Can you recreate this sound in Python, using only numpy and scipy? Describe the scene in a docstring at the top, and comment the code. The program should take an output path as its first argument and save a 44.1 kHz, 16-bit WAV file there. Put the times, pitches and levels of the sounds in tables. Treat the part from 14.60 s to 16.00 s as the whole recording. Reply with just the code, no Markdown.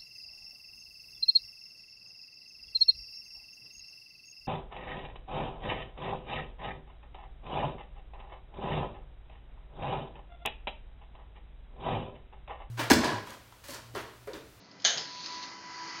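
"""A home gym in a small bare room, where an arm curls a weight on a cable machine.
The weight plates knock and settle, the steel clanks as the cable takes the load, and the frame thuds.
During the curl the stack of weights rubs up its guide rods, a pulley whirrs from friction,
and the tight cable sings on one pitch. Near the top of the pull the axle squeaks twice.
A faint hiss and hum lie under it all."""
import sys
import numpy as np
from scipy import signal
from scipy.fft import rfft, irfft, next_fast_len
from scipy.io import wavfile

SR = 44100
rng = np.random.default_rng(int(sys.argv[2]) if len(sys.argv) > 2 else 0)


def put_to_file(sound):
    """Save the sound as 16-bit audio at rate SR, in the file named by the first command-line argument."""
    columns = np.atleast_2d(sound).T  # one column per channel
    safe = np.clip(columns, -1, 1)
    whole_steps = np.round(safe * 32767)
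    wavfile.write(sys.argv[1], SR, whole_steps.astype(np.int16))


N = 61739
T = np.arange(N) / SR

# tone colour of the room's hiss (frequency [Hz], relative level [dB])
HISS_COLOUR = [(15, -92.5), (25, -25), (200, -4.5), (237, -13), (273, -1), (347, -18), (391, -7.5),
               (421, -12), (588, -10.5), (1070, -17.5), (1770, -21.5), (5060, -27.5), (7600, -47),
               (9880, -78.5), (16700, -120)]
# how loudly the stack rubs on its rods (time [s], level [dB])
RUB_LEVELS = [(0, -61.5), (.2, -69), (.42, -52), (.5, -47), (.59, -45), (.665, -43), (.7, -45.5),
              (.755, -43), (.812, -49), (.838, -40.5), (.865, -48), (.9, -52), (.98, -70), (1.1, -64.5),
              (1.4, -53.5)]
# tone colour of that rubbing (frequency [Hz], relative level [dB])
RUB_COLOUR = [(300, -12), (1000, -16.5), (2000, -10), (2600, -8.5), (3300, -8), (3900, -1.5), (4300, 2),
              (5100, -2.5), (5700, -10.5), (6100, -6), (6800, -14), (7550, -40.5), (7850, -59.5)]
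# how loudly the pulley whirrs (time [s], level [dB])
WHIRR_LEVELS = [(0, -68.5), (.4, -51), (.58, -60), (.7, -49.5), (.84, -48.5), (.92, -49), (1, -51.5),
                (1.1, -48.5), (1.18, -47.5), (1.26, -45.5), (1.33, -44.5), (1.4, -44.5)]
# tone colour of the whirr (frequency [Hz], relative level [dB])
WHIRR_COLOUR = [(150, -17.5), (350, -6), (600, -7.5), (950, 4), (1450, -0.5), (2000, 1.5), (2600, -5),
                (3050, -5.5), (3500, -10), (4200, -2), (4800, 2.5), (5300, 1.5), (5800, -4.5), (6700, -5),
                (7100, -13), (7550, -36.5), (7850, -61)]
# notes at which the wheel and its bracket ring (frequency [Hz], width [Hz], relative level [dB])
WHEEL_NOTES = [(934, 22, -2), (1065, 30, -4), (1582, 16, -7), (1895, 25, -7), (2030, 10, -1),
               (2076, 16, -6), (2304, 14, -10), (2468, 18, -9), (2760, 22, -10), (3060, 18, -8),
               (4200, 30, -9), (4680, 30, -5), (4890, 22, -5), (5180, 35, -5)]
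# knocks of the weight plates (time [s], relative level [dB])
PLATE_KNOCKS = [(0.1138, -23.5), (0.2002, -19), (0.2204, -15.5), (0.374, 0.5), (0.3794, 2), (0.4108, -7),
                (0.6602, -6)]
# tone colour of a knock (frequency [Hz], relative level [dB])
PLATE_COLOUR = [(200, -18), (700, -11.5), (1200, -11.5), (2400, -10.5), (3100, -1.5), (4200, 0),
                (5200, 8.5), (5800, -8.5), (6400, -2), (7000, -8), (7600, -39), (7900, -62.5)]
# how long frame and room ring together (frequency [Hz], time to fade by 60 dB [s])
FADE_TIMES = [(150, 0.39), (600, 0.58), (1500, 0.61), (3500, 0.41), (6500, 0.33)]
# the cable's main tone, at three times its base pitch (time [s], level [dB])
SING_LEVELS = [(.12, -74.5), (.36, -54.5), (.47, -54.5), (.55, -49.5), (.605, -48), (.652, -59),
               (.708, -46), (.78, -45.5), (.85, -48), (.9, -52), (.99, -51), (1.018, -58), (1.06, -47.5),
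               (1.138, -51), (1.222, -43), (1.3, -53.5), (1.4, -52)]
# the cable's weaker tones (multiple of the base pitch, level relative to the whirr [dB])
WEAK_TONES = [(1, -12.5), (4, -12), (5, -17), (6, -11)]
# the quick blows that make up one clank (time [s], relative level [dB])
CLANK_BLOWS = [(0.2443, -14), (.2492, 1.5), (0.2546, -7.5)]
# tone colour of the frame's clang (frequency [Hz], relative level [dB])
CLANG_COLOUR = [(88, -56.5), (150, -13.5), (325, -29), (408, -15), (750, -9), (913, -17.5), (1350, -14),
                (1600, -6), (2660, -14), (3030, -1.5), (5120, -6), (5750, -7.5), (6450, 2), (6890, -6.5),
                (7600, -35.5), (9880, -46.5), (16700, -120)]
# notes at which the steel rings (frequency [Hz], relative level [dB], time to fade by 60 dB [s])
STEEL_NOTES = [(745, -9, .45), (1650, -9, .4), (3013, 0, .42), (3064, -3.5, .4), (3210, -4.5, .48),
               (3498, -4, .35), (3608, -4, .38), (3676, -4.5, .42), (3832, -5.5, .42), (4229, -8, .5),
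               (6187, -2, .38), (6271, 1, .38), (6456, -5, .48), (6660, -1.5, .46)]
# tone colour of the frame's thud (frequency [Hz], relative level [dB])
THUD_COLOUR = [(60, -31), (105, -16.5), (145, 3.5), (190, -14), (260, -10), (420, -5.5), (800, -21),
               (1500, -38.5)]
# squeaks of the axle (middle time [s], pitch [Hz], level [dB])
AXLE_SQUEAKS = [(1.185, 4660, -50.5), (1.315, 4890, -53)]


def amp(db):
    """Turns decibels into a number to multiply a sound by."""
    return 10 ** (np.asarray(db) / 20)


def unit(x):
    """Scales a signal to an average size (rms) of 1."""
    return x / np.sqrt(np.mean(x ** 2) + 1e-20)


def look_up(points, hz):
    """Reads between a table's rows, with octaves evenly spaced."""
    f, value = np.transpose(points)
    return np.interp(np.log(hz + 1), np.log(f + 1), value)


def level(curve):
    """Joins (time, level) points into a smooth volume curve."""
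    return amp(np.interp(T, *np.transpose(curve)))


def add(mix, s, sound):
    """Mixes a sound in, starting at s seconds."""
    part = mix[max(round(s * SR), 0):][:len(sound)]
    part += sound[:len(part)]


def colour(x, points):
    """Gives a sound a tone colour, at an average size of 1."""
    hz = np.fft.rfftfreq(len(x), 1 / SR)
    return unit(irfft(rfft(x) * amp(look_up(points, hz)), len(x)))


def noise(points):
    """Steady noise with the given tone colour."""
    return colour(rng.standard_normal(next_fast_len(N)), points)[:N]


def wander(hz):
    """A random wobble, up to about hz times a second."""
    size = next_fast_len(2 * N)
    f = np.fft.rfftfreq(size, 1 / SR)
    return unit(irfft(rfft(rng.standard_normal(size)) * np.exp(-(f / hz) ** 2), size)[:N])


def fade(t60):
    """A volume curve that falls by 60 dB every t60 seconds."""
    return np.exp(-np.log(1000) * T / t60)


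def tail(points):
    """Ringing that lingers in the room, each frequency fading at its own speed."""
    hz, t, bands = signal.stft(noise(points), SR, nperseg=256)
    fades = np.exp(-np.log(1000) * t / look_up(FADE_TIMES, hz)[:, None])
    return signal.istft(bands * fades, SR, nperseg=256)[1][:N]


def burst(points, envelope):
    """A puff of noise passed through an object with the given tone colour."""
    size = next_fast_len(2 * N)
    log_gain = np.log(amp(look_up(points, abs(np.fft.fftfreq(size, 1 / SR)))))
    body = np.exp(np.conj(signal.hilbert(log_gain)))[:size // 2 + 1]  # rings only after it is hit
    body /= np.sqrt(np.mean(abs(body) ** 2))
    puff = rng.standard_normal(N) * envelope
    return irfft(rfft(puff, size) * body, size)[:N]


def low_cut(x, hz):
    """Removes the bass below hz."""
    return signal.sosfilt(signal.butter(4, hz, "high", fs=SR, output="sos"), x)


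def in_room(x, echo_db=-1.5):
    """Adds many quick echoes from the bare walls."""
    echoes = np.zeros(len(x))
    echoes[:N] = rng.standard_normal(N) * fade(t60=0.37)
    echoes /= np.linalg.norm(echoes)
    return irfft(rfft(x) * (1 + amp(echo_db) * rfft(echoes)), len(x))


def room_tone(hiss_db=-58, hum_db=-70, hum_hz=277):
    """A faint hiss and a wavering hum."""
    hiss = amp(hiss_db) * noise(HISS_COLOUR)
    hum = amp(hum_db) * (1 + .5 * wander(hz=8)) * np.sin(2 * np.pi * hum_hz * T)
    return hiss + hum


def slips(per_second=2500, spread_db=0.5):
    """Rubbing surfaces catch and let go, making tiny uneven clicks that echo in the room."""
    size = next_fast_len(N)
    strength = amp(spread_db * np.minimum(rng.exponential(1, size), 4))
    direction = rng.choice([-1, 1], size)
    slipping = rng.random(size) < per_second / SR
    return in_room(strength * direction * slipping)


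def rod_rub():
    """The stack scrapes along its guide rods."""
    return level(RUB_LEVELS) * colour(slips(), RUB_COLOUR)[:N]


def pulley_whirr(ring_db=-6):
    """Friction in the pulley makes a broad whirr and sets the wheel ringing."""
    friction = slips()
    f = np.fft.rfftfreq(len(friction), 1 / SR)
    wheel = sum(amp(db) / np.sqrt(width) / (1 + 1j * (f - hz) / width) ** 2
                for hz, width, db in WHEEL_NOTES)
    ring = unit(irfft(rfft(friction) * wheel, len(friction)))
    whirr = colour(slips(), WHIRR_COLOUR)
    return level(WHIRR_LEVELS) * (whirr + amp(ring_db) * ring)[:N]


def plate_knocks(tap_db=-29.5, tail_db=-40.5):
    """The plates tap each other, and each tap rings on softly."""
    out = np.zeros(N)
    for s, db in PLATE_KNOCKS:
        tap = amp(tap_db) * burst(PLATE_COLOUR, fade(t60=0.032))
        add(out, s, amp(db) * (tap + amp(tail_db) * tail(PLATE_COLOUR)))
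    return out


def cable_song(base_hz=329.7, pitch_wobble=0.0019):
    """The rubbed cable sings like a bowed string, mostly at three times its base pitch."""
    cycles = np.cumsum(base_hz * (1 + pitch_wobble * wander(hz=35))) / SR
    main = (1 + 0.06 * wander(hz=35)) * np.sin(2 * np.pi * 3 * cycles)
    weak = np.zeros(N)
    for multiple, db in WEAK_TONES:
        flutter = 1 + 0.22 * wander(hz=18)
        weak += amp(db) * flutter * np.sin(2 * np.pi * (multiple * cycles + rng.random()))
    return np.sqrt(2) * (level(SING_LEVELS) * main + level(WHIRR_LEVELS) * weak)


def steel_clank(crack_db=-14, clang_db=-23.5, ring_db=-34, rise_s=0.0012):
    """Steel hits steel: each blow cracks and clangs, and the hardest sets clear notes ringing."""
    out = np.zeros(N)
    rise = 1 - np.exp(-T / rise_s)
    for s, db in CLANK_BLOWS:
        crack = amp(crack_db) * burst(CLANG_COLOUR, fade(t60=0.017))
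        clang = amp(clang_db) * rise * tail(CLANG_COLOUR)
        add(out, s, amp(db) * (crack + clang))
    ring = sum(amp(db) * fade(t60) * np.sin(2 * np.pi * (hz * T + rng.random()))
               for hz, db, t60 in STEEL_NOTES)
    hardest_s = max(CLANK_BLOWS, key=lambda blow: blow[1])[0]
    add(out, hardest_s, amp(ring_db) * rise * ring)
    return low_cut(out, hz=200)


def frame_thud(start_s=0.35, db=-47, rise_s=.005):
    """The frame gives one dull thud as the stack lifts."""
    out = np.zeros(N)
    envelope = np.minimum(T / rise_s, 1) * fade(t60=0.52)
    add(out, start_s, amp(db) * burst(THUD_COLOUR, envelope))
    return out


def axle_squeaks(half_length_s=.045, climb_hz_per_s=600, wobble_hz=14):
    """The axle squeaks near the top of the pull, creeping up in pitch."""
    out = np.zeros(N)
    for s, pitch, db in AXLE_SQUEAKS:
        hz = pitch + climb_hz_per_s * (T - s) + wobble_hz * wander(hz=80)
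        swell = np.exp(-((T - s) / half_length_s) ** 2)
        out += amp(db) * swell * np.sin(2 * np.pi * np.cumsum(hz) / SR)
    return out


def scene():
    """All the sounds together, the same on the left and the right."""
    mix = room_tone() + rod_rub() + pulley_whirr() + plate_knocks()
    mix += cable_song() + steel_clank() + frame_thud() + axle_squeaks()
    return np.tile(mix, (2, 1))


def record(dry, lowest_hz=68, highest_hz=7900):
    """Trims away the deepest bass and the highest treble."""
    treble_cut = signal.firwin(301, highest_hz, window=("kaiser", 8), fs=SR)
    return signal.oaconvolve(low_cut(dry, lowest_hz), treble_cut[None], "same")


dry = scene()
out = record(dry)
put_to_file(out)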